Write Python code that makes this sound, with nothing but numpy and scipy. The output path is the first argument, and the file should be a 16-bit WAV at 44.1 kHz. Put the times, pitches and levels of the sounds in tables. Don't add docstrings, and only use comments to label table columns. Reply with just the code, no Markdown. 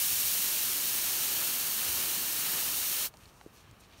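import sys
import numpy as np
from scipy import signal
from scipy.fft import rfft, irfft
from scipy.io import wavfile

SR = 44100
rng = np.random.default_rng(int(sys.argv[2]) if len(sys.argv) > 2 else 0)


def store_wav(level_fs):
    pcm = np.round(np.clip(np.atleast_2d(level_fs), -1, 1) * 32767)
    wavfile.write(sys.argv[1], SR, pcm.T.astype(np.int16))


N = 176400

# freq_hz, gain_db
BED_EQ = [(20, -17), (40, 4), (70, 1.5), (140, -1.5), (270, -7), (600, -11), (1000, -11.5), (2200, -17.5),
          (4000, -23), (7000, -26.5), (16000, -30)]
# pitch_hz, width_hz, gain_db
BED_TONES = [(1190, 140, 1), (2830, 300, -7.5)]
BED_DB, BED_TONES_DB = -58.5, -70.5
# centre_s, half_length_s, level_db
EDDIES = [(0.203, 0.21, -56.5), (1.92, 0.094, -53.5), (3.25, .05, -57), (3.718, 0.084, -57)]
EDDY_HZ, EDDY_WIDTH_HZ = 88.5, 64

# centre_s, half_length_s, level_db, pitch_hz
RUSTLES = [(3.237, 0.06, -62, 2400), (3.29, .025, -62.5, 4000), (3.226, 0.12, -64, 7500),
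           (3.41, 0.14, -66, 6000), (3.546, 0.031, -64, 11000), (3.584, 0.065, -61, 4900),
           (3.656, 0.19, -65.5, 2200), (3.808, 0.013, -59.5, 7000), (3.838, 0.039, -60, 3360),
           (3.938, 0.073, -61, 2700), (3.99, .035, -60, 4230)]
STRAW_PER_S, STRAW_SPREAD_DB, STRAW_WIDTH_RATIO = 3500, 2.5, 1.33
# start_s, peak_db, pitch_hz, width_hz, t60_s
CLICKS = [(3.139, -49, 770, 300, .035), (3.139, -45, 3000, 5000, 0.022), (3.171, -41, 5500, 7000, .006),
          (3.256, -46, 4200, 1100, .014), (3.412, -41.5, 1990, 3000, .008), (3.413, -43, 750, 700, .014),
          (3.712, -44.5, 6000, 7000, .009)]
# pitch_hz, gain_db, t60_s
BUMP_MODES = [(200, -4, .025), (325, 5, .022), (417, -7, 0.043), (1700, -17, .012)]
BUMP_START_S, BUMP_PEAK_DB, BUMP_ATTACK_S = 3.4625, -35, 0.0011

# time_s, gain_db
SPILL_FADER = [(0.02, -50.5), (0.29, -48), (1.38, -46), (1.42, -44), (1.43, -46), (1.6, -47), (2.01, -44.5),
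               (2.27, -47.5), (2.53, -44.5), (2.89, -49), (3.01, -47), (3.04, -46)]
# freq_hz, gain_db
ROAR_EQ = [(25, -16), (55, -5.5), (200, 0), (330, 0.5), (480, -2), (800, -2), (2000, -3), (5000, -8.5),
           (12000, -37)]
BUFFET_HZ, BUFFET_DB = 40, 0.57
# pitch_hz, width_hz, gain_db
CUT_MODES = [(925, 120, -10.5), (1274, 260, -4.5), (1727, 220, -4), (2370, 220, -8), (2834, 300, -0.5),
             (3080, 210, -2), (4400, 540, -3.5)]
CUT_DB, CUT_SHALLOW_DB, CUT_DEEPEN_S = 1.5, -1.5, 0.4

# time_s, gain_db
JET_FADER = [(0.02, -29), (0.78, -31), (1.46, -31), (1.62, -32), (2.04, -31.5), (2.28, -32.5),
             (2.57, -31.5), (3.04, -32)]
# freq_hz, gain_db
JET_EQ = [(300, -32.5), (1000, -18), (2200, -7.5), (3800, -4), (6000, -2.15), (9000, -1.5), (12500, 0),
          (16000, 0)]
HISS_GAIN_DB, GRIT_GAIN_DB = 2.12, -5.5
GRIT_PER_S, GRIT_SPREAD_DB = 5000, 3
SPUTTER_HZ, SPUTTER_DB, SURGE_HZ, SURGE_DB = 170, 0.03, 28, 0.37
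SHUT_S, SHUT_DB, SHUT_FALL_S = 3.051, -22, 0.038

# freq_hz, width_hz, gain_db
TONE_DIPS = [(2000, 146, -2.5), (3440, 200, -1.5), (4950, 210, -4.5), (7560, 480, -3.5), (10440, 420, -5)]
LOW_CUT_HZ, HIGH_CUT_HZ = 36, 15700


def undb(db):
    return 10 ** (np.asarray(db) / 20)


def unit(x):
    return x / np.sqrt(np.mean(x ** 2))


def noise():
    return rng.standard_normal(N)


def clock():
    return np.arange(N) / SR


def bins():
    return np.arange(N // 2 + 1) * SR / N


def fader(points):
    return undb(np.interp(clock(), *np.array(points).T))


def swell(centre_s, half_length_s):
    return np.exp(-2 * ((clock() - centre_s) / half_length_s) ** 2)


def colour(x, points):
    hz, db = np.array(points).T
    gain = undb(np.interp(np.log(bins() + 1), np.log(hz), db))
    return unit(irfft(rfft(x) * gain, N))


def ring(x, hz, width):
    f = bins()
    return irfft(rfft(x) * 1j * f * width / (hz ** 2 - f ** 2 + 1j * f * width), N)


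def band(x, hz, width):
    return ring(ring(x, hz, width), hz, width)


def ringing_noise(modes):
    return unit(sum(undb(db) * ring(noise(), hz, width) for hz, width, db in modes))


def wander(rate_hz):
    smooth = rfft(noise()) / (1 + (bins() / rate_hz) ** 2)
    return unit(irfft(smooth * bins() / (bins() + 2), N))


def grains(per_s, spread_db):
    size = undb(spread_db * np.minimum(rng.exponential(size=N), 5))
    hits = rng.random(N) < per_s / SR
    return hits * size * np.sign(noise())


def outdoors():
    tones = undb(BED_TONES_DB) * ringing_noise(BED_TONES)
    rumble = unit(band(noise(), EDDY_HZ, EDDY_WIDTH_HZ))
    eddies = sum(undb(db) * swell(at, half_length) for at, half_length, db in EDDIES)
    bed = undb(BED_DB) * colour(noise(), BED_EQ)
    return bed + tones + rumble * eddies


def straw():
    out = np.zeros(N)
    for at, half_length, db, hz in RUSTLES:
        ticks = grains(STRAW_PER_S, STRAW_SPREAD_DB)
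        crackle = unit(band(ticks, hz, hz * STRAW_WIDTH_RATIO))
        out += undb(db) * crackle * swell(at, half_length)
    return out


def clicks():
    out = np.zeros(N)
    for start, db, hz, width, t60 in CLICKS:
        age = clock() - start
        decay = (age >= 0) * np.exp(-np.log(1000) * np.abs(age) / t60)
        snap = band(noise() * decay, hz, width)
        out += undb(db) * snap / np.abs(snap).max()
    return out


def bump():
    age = np.maximum(clock() - BUMP_START_S, 0)
    thud = np.zeros(N)
    for hz, db, t60 in BUMP_MODES:
        decay = np.exp(-np.log(1000) * age / t60)
        thud += undb(db) * np.sin(2 * np.pi * hz * age) * decay
    thud *= 1 - np.exp(-age / BUMP_ATTACK_S)
    return -undb(BUMP_PEAK_DB) * thud / np.abs(thud).max()


def board():
    cut_db = CUT_DB + CUT_SHALLOW_DB * np.exp(-clock() / CUT_DEEPEN_S)
    hollow = undb(cut_db) * ringing_noise(CUT_MODES)
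    roar = colour(noise(), ROAR_EQ)
    buffet = undb(BUFFET_DB * wander(BUFFET_HZ))
    return (roar + hollow) * buffet * fader(SPILL_FADER)


def valve():
    closing_s = np.maximum(clock() - SHUT_S, 0)
    return undb(SHUT_DB * (closing_s / SHUT_FALL_S) ** 2)


def jet():
    feed = undb(SPUTTER_DB * wander(SPUTTER_HZ) + SURGE_DB * wander(SURGE_HZ))
    hiss = undb(HISS_GAIN_DB) * colour(noise(), JET_EQ)
    grit = undb(GRIT_GAIN_DB) * colour(grains(GRIT_PER_S, GRIT_SPREAD_DB), JET_EQ)
    return (hiss + grit) * feed * fader(JET_FADER)


def scene():
    blast = (jet() + board()) * valve()
    mix = outdoors() + straw() + clicks() + bump() + blast
    return np.tile(mix, (2, 1))


def record(dry):
    dips_db = sum(db * np.exp(-((bins() - hz) / width) ** 2) for hz, width, db in TONE_DIPS)
    scooped = irfft(rfft(dry) * undb(dips_db), N)
    low_cut = signal.butter(3, LOW_CUT_HZ, "high", fs=SR, output="sos")
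    high_cut = signal.ellip(12, rp=0.1, rs=80, Wn=HIGH_CUT_HZ, fs=SR, output="sos")
    return signal.sosfilt(high_cut, signal.sosfilt(low_cut, scooped))


dry = scene()
out = record(dry)
store_wav(out)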